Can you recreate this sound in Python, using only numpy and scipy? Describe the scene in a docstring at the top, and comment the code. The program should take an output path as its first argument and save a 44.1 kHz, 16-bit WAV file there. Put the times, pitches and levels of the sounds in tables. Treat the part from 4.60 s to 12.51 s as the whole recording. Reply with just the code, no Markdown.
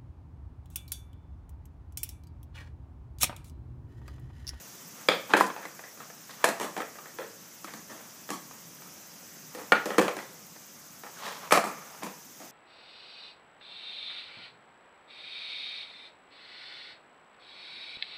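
"""A disc drive whines and ticks over distant traffic; then shoes scuff and a skateboard slams on concrete.
The camcorder some metres away hears its own drive: tones and ticks under a resonance sweeping each disc turn.
Blows ring the deck's modes and rattle its metal trucks as filtered clicks; sparse taps make the after-sound.
Scuffs are clumped clicks, the squeak is a rough falling tone, traffic and hiss are shaped noise.
The recorder cuts bass, rides its gain, limits softly and cuts the top."""
import sys
import numpy as np
from scipy import signal
from scipy.fft import rfft, irfft
from scipy.io import wavfile
from scipy.ndimage import uniform_filter1d

SR = 44100
rng = np.random.default_rng(int(sys.argv[2]) if len(sys.argv) > 2 else 0)


def wrap_up_sound(samples):
    """Save the sound to the file named by the first command line argument, as 16-bit audio."""
    columns = np.atleast_2d(samples).T
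    # keep every value between -1 and 1, then stretch to whole-number steps
    tamed = np.clip(columns, -1, 1)
    steps = np.round(tamed * 32767).astype(np.int16)
    wavfile.write(sys.argv[1], SR, steps)


N = 348831

# traffic and hiss spectrum: (frequency [Hz], relative density [dB per Hz])
FLOOR_SPECTRUM = [(18, -52), (30, -40.5), (164, 1), (359, -8), (467, -10), (546, -8.5), (808, -11.5),
                  (1230, -10), (3230, -15.5), (4420, -17), (5040, -12), (6370, -8.5), (9190, -18),
                  (14000, -14), (15500, -18.5)]
FLOOR_RMS_DB = -47.5  # before the recorder

# drive tones: (frequency at the reference motor speed [Hz], rms before WHINE_GAIN_DB and waver [dB])
WHINE_TONES = [(4716, -73), (5098, -71), (5480, -70), (5669, -78), (5862, -67), (5922, -76), (6067, -76),
               (6255, -68), (6288, -73), (6476, -75), (6611, -71), (6858, -78), (7047, -75), (7267, -80),
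               (7445, -79), (7634, -80), (7827, -78), (8005, -78), (10008, -84), (10562, -83), (10772, -83),
               (10950, -82), (11326, -82), (11709, -83), (14137, -80), (14325, -78), (14519, -79),
               (14713, -79), (14906, -79)]
# motor speed, two ticks a turn; second row is the reference: (time [s], speed [turns/s])
MOTOR_SPEED = [(0, 188.33), (4.6, 190.7), (8, 192.45)]
# disc angle polynomial: (start [turns], speed [turns/s], quadratic term [turns/s^2])
DISC_ANGLE = (-.27, 14.97, .0115)
# motor tick spectrum: (frequency [Hz], relative density [dB per Hz])
TICK_SPECTRUM = [(4000, -41), (7800, -5), (10000, -30), (12500, -17), (14300, 0.5), (16000, -6.5)]
WHINE_GAIN_DB, TICK_RMS_DB = 4.0, -55.0
SWEEP_MID_HZ, SWEEP_SWING_HZ, SWEEP_WIDTH_HZ = 6440.0, 1300.0, 1100.0

# rubber slipping on the deck: (start [s], length [s], from [Hz], to [Hz], peak [dB])
SQUEAK = (6.552, 0.05, 1900, 1150, -47)

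# soles and wheels scuffing: (start [s], rise [s], fall [s], top level [dB],
# treble relative to top [dB], rasp [Hz])
SCUFFS = [(0.2, 0.22, 0.088, -51, -18, 1220), (0.685, 0.029, 0.08, -32.5, -17, 990),
          (0.95, 0.09, 0.11, -48, -24, 1850), (1.39, 0.018, 0.1, -43, -27, 1320),
          (1.67, 0.039, 0.12, -46.5, -0.5, 1900), (1.76, 0.073, 0.017, -41.5, -18, 1000),
          (3.055, 0.02, 0.17, -42.5, -19, 1910), (3.25, 0.15, 0.23, -48, -25, 683),
          (4.86, 0.13, 0.32, -48, -17, 990), (5.26, 0.027, 0.2, -45, -13, 900),
          (5.573, 0.0098, 0.2, -44, -6, 1500), (6.522, 0.15, 0.23, -34, -6.5, 990),
          (6.76, 0.09, 0.18, -45.5, -17, 1000), (7.05, 0.3, 0.35, -49, -15, 900),
          (7.412, 0.015, 0.033, -37.5, -22, 920), (7.79, 0.022, 0.6, -52.5, -10, 710)]
# scuff spectra, into the deck and hissing above: (frequency [Hz], relative density [dB per Hz])
SCUFF_BODY = [(88, -54), (150, -14), (282, -12.5), (342, -42), (382, -11), (859, -8.5), (1410, -9),
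              (4000, -21), (5200, -36), (8800, -120)]
SCUFF_TREBLE = [(1500, -49), (3000, -1), (5000, -1), (8000, -8), (11000, -13), (15000, -18)]
SCUFF_RANGE_DB = 21.5  # rise and fall span, apart from the short fade at the ends
RASP_DB, RASP_WIDTH = 5.5, 0.3  # lift; half-width in log frequency

# decay by band, before the wall fades: (frequency [Hz], t60 [s])
WALL_T60 = [(150, 0.47), (500, 0.46), (1500, 0.48), (4000, 0.43), (10000, 0.37)]
NEAR_WALL_S, FAR_WALL_S, ANSWER_S = 0.0058, 0.026, 0.0027  # arrivals; build-up
NEAR_FADE_S, FAR_FADE_S, FAR_DB = 0.042, 0.061, -9.5  # far relative to near
LOT_DB, LINGER_DB_PER_S, LINGER_FROM_S = -2, 72, 0.16  # scattered sound of the whole lot

# deck modes: (centre frequency [Hz], relative level before ring lift and scatter [dB], t60 [s])
DECK_MODES = [(180, -35, 0.02), (211, 2.5, 0.26), (311.7, 9, 0.12), (365, -5.5, 0.16), (513.5, 5.5, 0.15),
              (603, 6.5, 0.07), (721.5, -4.5, 0.24), (821, 6, 0.12), (1003, 18, 0.017), (1216, 16.5, 0.038),
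              (1483, 3.5, 0.068), (1689, 15.5, 0.028), (1890, 9.5, 0.057), (2337, 5.5, 0.059),
              (2614, 1.5, 0.039), (3160, -2.5, 0.023), (3233, 4.5, 0.022), (3676, 0, 0.029),
              (4234, -2, 0.024), (4540, -84, 0.0073), (4810, -2, 0.017), (4930, -46, .01),
              (6800, -13, 0.033), (6400, -19, 0.0068)]
SPREAD_S = 0.0012  # longest bending-wave travel at 1 kHz; high tones run faster
ANGLE_BLUR = 0.075  # half-width of the spectral blur, share of frequency
RING_DB, RING_T60_S, RING_DELAY_S = -21, 0.21, 0.002  # one clear note, relative to the peak

# truck chatter spectrum: (frequency [Hz], relative density [dB per Hz])
RATTLE = [(2060, -12), (3500, -12.5), (4090, -9.5), (7340, -7.5), (7960, -9), (10400, -12), (15500, -19)]

# tail and wheels slammed on concrete; after-sound is how strongly each blow rumbles on:
# (time [s], knock peak [dB], loudest ring [Hz],
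# then relative to the peak: thud [dB], crack [dB], rattle [dB], after-sound [dB])
SLAMS = [(0.486, -7, 553, -22, -10.5, -26, -3.5), (0.736, -2.5, 534, -22.5, -17.5, -35, -4.5),
         (0.808, 0.5, 1016, -30, -38, -31.5, -12), (1.841, -3.5, 660, -34, -19, -18, -5),
         (5.1202, -2.5, 1426, -25.5, -16, -32.5, -7), (5.382, -3.5, 497, -15, -22, -25.5, -12),
         (5.391, -9.5, 498, -9, -17.5, -23.5, -8), (5.48, -13.5, 1057, -46, -16.5, -25, -6),
         (6.909, -16, 1198, -38, -13, -17, 9), (6.922, -0.5, 666, -25, -22, -19.5, -3.5)]
# bounces and shoe taps; a loose deck thuds and rattles more than a held one:
# (time [s], knock peak [dB], loudest ring [Hz], looseness [dB], after-sound [dB])
TAPS = [(0.694, -33.5, 950, -15, 6), (0.768, -20, 990, -10, 0.5), (0.802, -13, 458, -20, -3.5),
        (0.865, -30.5, 900, -7.5, -20), (0.901, -22.5, 1030, -38, -24), (0.963, -24.5, 880, -43, -2),
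        (1.028, -32.5, 1810, -30, 4.5), (1.053, -25.5, 1850, -21, -17), (1.192, -30, 880, -37, -8),
        (1.238, -33.5, 1840, -45, -0.5), (1.373, -38, 563, -32, 1), (1.403, -33.5, 1230, -37, -14),
        (1.5, -34, 729, -31, -11), (1.693, -36, 1850, -27, -9), (1.887, -15, 710, -18, -8.5),
        (1.999, -21, 564, -21, 4.5), (2.015, -22.5, 1220, -15.5, -2), (2.043, -27, 605, -16, -8),
        (2.165, -20.5, 905, -22.5, 0), (2.176, -22, 890, -20, -8), (2.203, -20, 436, -24, -10),
        (2.219, -23.5, 490, -30, -5), (2.355, -35.5, 1840, -29, -2), (2.386, -30, 1280, -33, -7.5),
        (2.456, -35.5, 1880, -33, -1.5), (2.586, -24.5, 526, -26, 2), (3.044, -26.5, 1230, -16.5, -13),
        (3.137, -31, 707, -14.5, -2.5), (3.286, -48.5, 596, -14.5, 19), (3.69, -26, 590, -20, -17),
        (3.703, -21.5, 1123, -17, -0.5), (3.91, -36, 1290, -59, -5), (4.22, -35.5, 1280, -18.5, -3),
        (4.949, -30, 500, -16, -2.5), (4.985, -30.5, 493, -20, 0), (5.257, -20.5, 542, -16.5, -0.5),
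        (5.304, -18.5, 468, -25, -1), (5.345, -28, 850, -20, -21), (5.414, -15, 485, -19.5, -0.5),
        (5.567, -24.5, 1000, -17.5, -3.5), (5.588, -24, 1960, -35, -4), (5.961, -38, 834, -29, -12),
        (6.435, -29.5, 870, -26, -0.5), (6.465, -35, 1300, -26, -8), (6.974, -7.5, 727, -25, -14),
        (7.039, -20, 626, -19.5, 3.5), (7.431, -22, 1010, -17.5, 0), (7.465, -28, 488, -36, -3),
        (7.802, -39, 630, -12, 2)]
TAP_CRACK_DB, TAP_THUD_DB = -20.5, 1  # crack relative to peak; thud relative to looseness

EDGE_HZ = 15320  # recorder's upper band limit


def gain_of(db):
    """Decibels to an amplitude factor."""
    return 10 ** (np.asarray(db) / 20)


def evened(x):
    """Scales to rms 1."""
    return x / np.sqrt(np.mean(x ** 2) + 1e-20)


def read(points, hz):
    """Interpolates a spectrum table on a log frequency axis."""
    f, value = np.transpose(points)
    return np.interp(np.log(hz + 1), np.log(f + 1), value)


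def add(mix, start_s, sound):
    """Mixes a sound in place from start_s, cut at the end of the mix."""
    part = mix[round(start_s * SR):][:len(sound)]
    part += sound[:len(part)]


def coloured(x, spectrum):
    """Filters by a spectrum table, then scales to rms 1."""
    hz = np.fft.rfftfreq(len(x), 1 / SR)
    return evened(irfft(rfft(x) * gain_of(read(spectrum, hz)), len(x)))


def grit(length, per_s, spread_db):
    """Sparse random clicks of uneven size."""
    size = gain_of(spread_db * np.minimum(rng.exponential(1, length), 4))
    hit = rng.random(length) < per_s / SR
    return size * rng.standard_normal(length) * hit


def floor():
    """Distant traffic and microphone hiss: shaped noise whose level drifts in time-frequency patches."""
    frames, hz = N // 256 + 5, np.fft.rfftfreq(1024, 1 / SR)
    real, imag, patches = rng.standard_normal((frames, 513, 3)).T
    patches = uniform_filter1d(patches, 10, 0)
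    patches = evened(uniform_filter1d(patches, 16, 1))
    level_db = read(FLOOR_SPECTRUM, hz)[:, None] + 1.04 * patches
    noise = signal.istft((real + 1j * imag) * gain_of(level_db), nperseg=1024, noverlap=768)[1][:N]
    return gain_of(FLOOR_RMS_DB) * evened(noise)


def drive():
    """Whining tones lifted by a resonance that sweeps once a disc turn; motor ticks swell at its top."""
    t = np.arange(N) / SR
    motor_turns = np.cumsum(np.interp(t, *np.transpose(MOTOR_SPEED))) / SR
    disc_turns = np.polyval(DISC_ANGLE[::-1], t)
    swing = np.cos(2 * np.pi * (disc_turns + 0.02))
    sweep_hz = SWEEP_MID_HZ + SWEEP_SWING_HZ * swing
    reference_speed = MOTOR_SPEED[1][1]
    whine = np.zeros(N)
    for hz, rms_db in WHINE_TONES:
        waver = evened(uniform_filter1d(rng.standard_normal(N), 5000))
        turn_phase = 2 * np.pi * hz / reference_speed * motor_turns
        phase = turn_phase + 0.35 * waver + 2 * np.pi * rng.random()
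        octave = 2 if hz > 9000 else 1  # the sweep also sounds an octave up
        detune = (hz / octave - sweep_hz) / SWEEP_WIDTH_HZ
        lift = evened(0.34 + np.exp(-detune ** 2))
        whine += np.sqrt(2) * gain_of(rms_db + 1.8 * waver) * lift * np.sin(phase)
    strong_ticks = np.exp(-(motor_turns % 1) / 0.18)
    weak_ticks = 0.51 * np.exp(-((motor_turns + 0.5) % 1) / 0.13)
    swelling = (strong_ticks + weak_ticks) * np.exp(1.3 * swing)
    ticks = coloured(swelling * rng.standard_normal(N), TICK_SPECTRUM)
    return gain_of(WHINE_GAIN_DB) * whine + gain_of(TICK_RMS_DB) * ticks


def squeak():
    """Rubber slips on the deck: a short rough tone that falls as it slows."""
    start_s, length_s, from_hz, to_hz, peak_db = SQUEAK
    out, t = np.zeros(N), np.arange(0, length_s, 1 / SR)
    glide_hz = from_hz * (to_hz / from_hz) ** (t / length_s)
    roughness = 0.34 * uniform_filter1d(rng.standard_normal(N), 60)[:len(t)]
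    tone = np.sin(2 * np.pi * np.cumsum(glide_hz * (1 + roughness)) / SR)
    add(out, start_s, gain_of(peak_db) * np.sin(np.pi * t / length_s) * tone)
    return out


def scuffs():
    """Sand grains slip under rubber: clumped clicks into the deck, others hissing above."""
    out = np.zeros(N)
    clumps = gain_of(1.0 * evened(uniform_filter1d(rng.standard_normal(N), 400)))
    body = clumps * coloured(grit(N, 7000., 0.37), SCUFF_BODY)
    treble = clumps * coloured(grit(N, 9000., 0.81), SCUFF_TREBLE)
    for start_s, rise_s, fall_s, level_db, treble_db, rasp_hz in SCUFFS:
        length_s = rise_s + fall_s
        at = slice(round(start_s * SR), min(round((start_s + length_s) * SR), N))
        t = np.arange(at.stop - at.start) / SR
        press = np.clip(np.minimum(t / rise_s, (length_s - t) / fall_s), 0, 1)
        level = gain_of(level_db - SCUFF_RANGE_DB * (1 - press)) * np.minimum(10 * press, 1)
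        low_hz, high_hz = rasp_hz * np.exp(-RASP_WIDTH), rasp_hz * np.exp(RASP_WIDTH)
        rasp = coloured(body[at], [(low_hz, 0), (rasp_hz, RASP_DB), (high_hz, 0)])
        out[at] += level * (rasp + gain_of(treble_db) * treble[at])
    return out


def walls():
    """Random-sign echoes that swell as each wall answers, each band dying at its own speed."""
    taps = np.zeros(SR // 2)
    slots = np.arange(0, len(taps) - 16, 16)
    taps[slots + rng.integers(0, 16, len(slots))] = rng.choice([-1., 1.], len(slots))
    hz, t, z = signal.stft(taps, SR, nperseg=256)
    band_decay = gain_of(-60 * t / read(WALL_T60, hz)[:, None])
    tail = signal.istft(z * band_decay, SR, nperseg=256)[1]
    t = np.arange(len(tail)) / SR
    near = np.clip((t - NEAR_WALL_S) / ANSWER_S, 0, 1)
    far = np.clip((t - FAR_WALL_S) / ANSWER_S, 0, 1)
    near_answer = near * np.exp(-(t - NEAR_WALL_S) / NEAR_FADE_S)
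    far_answer = far * gain_of(FAR_DB) * np.exp(-(t - FAR_WALL_S) / FAR_FADE_S)
    lot = gain_of(LOT_DB + LINGER_DB_PER_S * np.maximum(t - LINGER_FROM_S, 0))
    tail = tail * (near_answer + far_answer + (near + far) / 2 * lot)
    return tail / np.linalg.norm(tail)


def all_round(x):
    """Energy leaves the deck on all sides: the blow's power spectrum blurred over frequency, zero phase."""
    summed, at = np.cumsum(abs(rfft(x)) ** 2), np.arange(len(x) // 2 + 1)
    reach = 1 + ANGLE_BLUR * at
    power = (np.interp(at + reach, at, summed) - np.interp(at - reach, at, summed)) / (2 * reach)
    return np.roll(irfft(np.sqrt(power)), 128)[:1024]  # pulse centred 128 samples in


def trucks(rattle_db):
    """Loose washers and bearings chatter after a blow: clicks under a two-rate decay."""
    t = np.arange(8192) / SR
    chatter = coloured(grit(len(t), 2500., 1.03), RATTLE)
    decay = gain_of(-60 * t / 0.056) + 0.42 * gain_of(-60 * t / 0.15)
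    return gain_of(rattle_db) * chatter * decay


def deck(peak_db, ring_hz, thud_db, crack_db):
    """Struck plywood: decaying modes, each a cluster of five, loudest near ring_hz."""
    hz, db, t60_s = np.repeat(np.transpose(DECK_MODES), 5, axis=1)[:, :, None]
    t = np.arange(4096) / SR
    ring_lift_db = 11.1 * np.exp(-(np.log(hz / ring_hz) / 0.095) ** 2)
    db = db + ring_lift_db + 3.6 * rng.standard_normal(hz.shape)
    # the bending wave reaches each part a little later
    lag_s = SPREAD_S * np.sqrt(1000 / hz) * rng.uniform(0.3, 1, hz.shape)
    age = np.maximum(t - lag_s, 0)
    split_hz = hz * (1 + 0.088 * rng.uniform(-0.75, 1, hz.shape))
    rings = gain_of(db - 60 * age / t60_s) * np.sin(2 * np.pi * split_hz * age)
    centre_hz = hz[:, 0]
    thud = rings[centre_hz <= 400].sum(0)
    knock = rings[(centre_hz > 400) & (centre_hz <= 2000)].sum(0)
    crack = rings[centre_hz > 2000].sum(0)
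    knock = signal.sosfilt(signal.butter(4, 420., "high", fs=SR, output="sos"), knock)
    thud = thud * np.minimum(t / 0.0012, 1)  # the whole deck takes time to flex
    first = slice(0, 440)  # thud and crack levels hold over the first 10 ms
    return (gain_of(peak_db) * knock / abs(knock).max()
            + gain_of(thud_db) * thud / thud[first].std()
            + gain_of(crack_db) * crack / crack[first].std())


def board():
    """Every blow, direct and with its after-sound; so small a board radiates no deep bass."""
    out = np.zeros(N)
    t = np.arange(6000) / SR
    taps = [(s, peak_db, ring_hz, loose_db + TAP_THUD_DB, TAP_CRACK_DB, loose_db, after_db)
            for s, peak_db, ring_hz, loose_db, after_db in TAPS]
    for s, peak_db, ring_hz, thud_db, crack_db, rattle_db, after_db in SLAMS + taps:
        metal = trucks(peak_db + rattle_db)
        wood = deck(peak_db, ring_hz, peak_db + thud_db, peak_db + crack_db)
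        ring_level = gain_of(peak_db + RING_DB - 60 * t / RING_T60_S)
        add(metal, RING_DELAY_S, ring_level * np.sin(2 * np.pi * ring_hz * t))
        add(out, s, metal)
        add(out, s, wood)
        radiated = metal.copy()
        add(radiated, 0, all_round(wood))
        after_sound = signal.fftconvolve(radiated, walls())
        add(out, s, gain_of(after_db) * after_sound)
    return signal.sosfilt(signal.butter(6, 165., "high", fs=SR, output="sos"), out)


def scene():
    """Board and shoes on the lot, with the camcorder's own noise; one channel."""
    return (floor() + drive() + squeak() + scuffs() + board())[None]


def record(dry):
    """Bass cut, slow gain control that sinks after loud blows, soft ceiling, band limit."""
    cut = signal.sosfilt(signal.butter(2, 90., "high", fs=SR, output="sos"), dry)
    keep = np.exp(-1 / (1.5 * SR))  # loudness memory, 1.5 s
    power = signal.lfilter([1 - keep], [1, -keep], cut ** 2)
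    loud_db = 10 * np.log10(power + 1e-12)
    ridden = cut * gain_of(-1.0 - 0.16 * np.maximum(loud_db + 41.5, 0))
    ceiling = 0.74
    limited = ridden / (1 + abs(ridden / ceiling) ** 4) ** 0.25
    band_limit = signal.firwin(2047, EDGE_HZ, window=("kaiser", 9), fs=SR)
    return signal.oaconvolve(limited, band_limit[None], "same")


dry = scene()
out = record(dry)
wrap_up_sound(out)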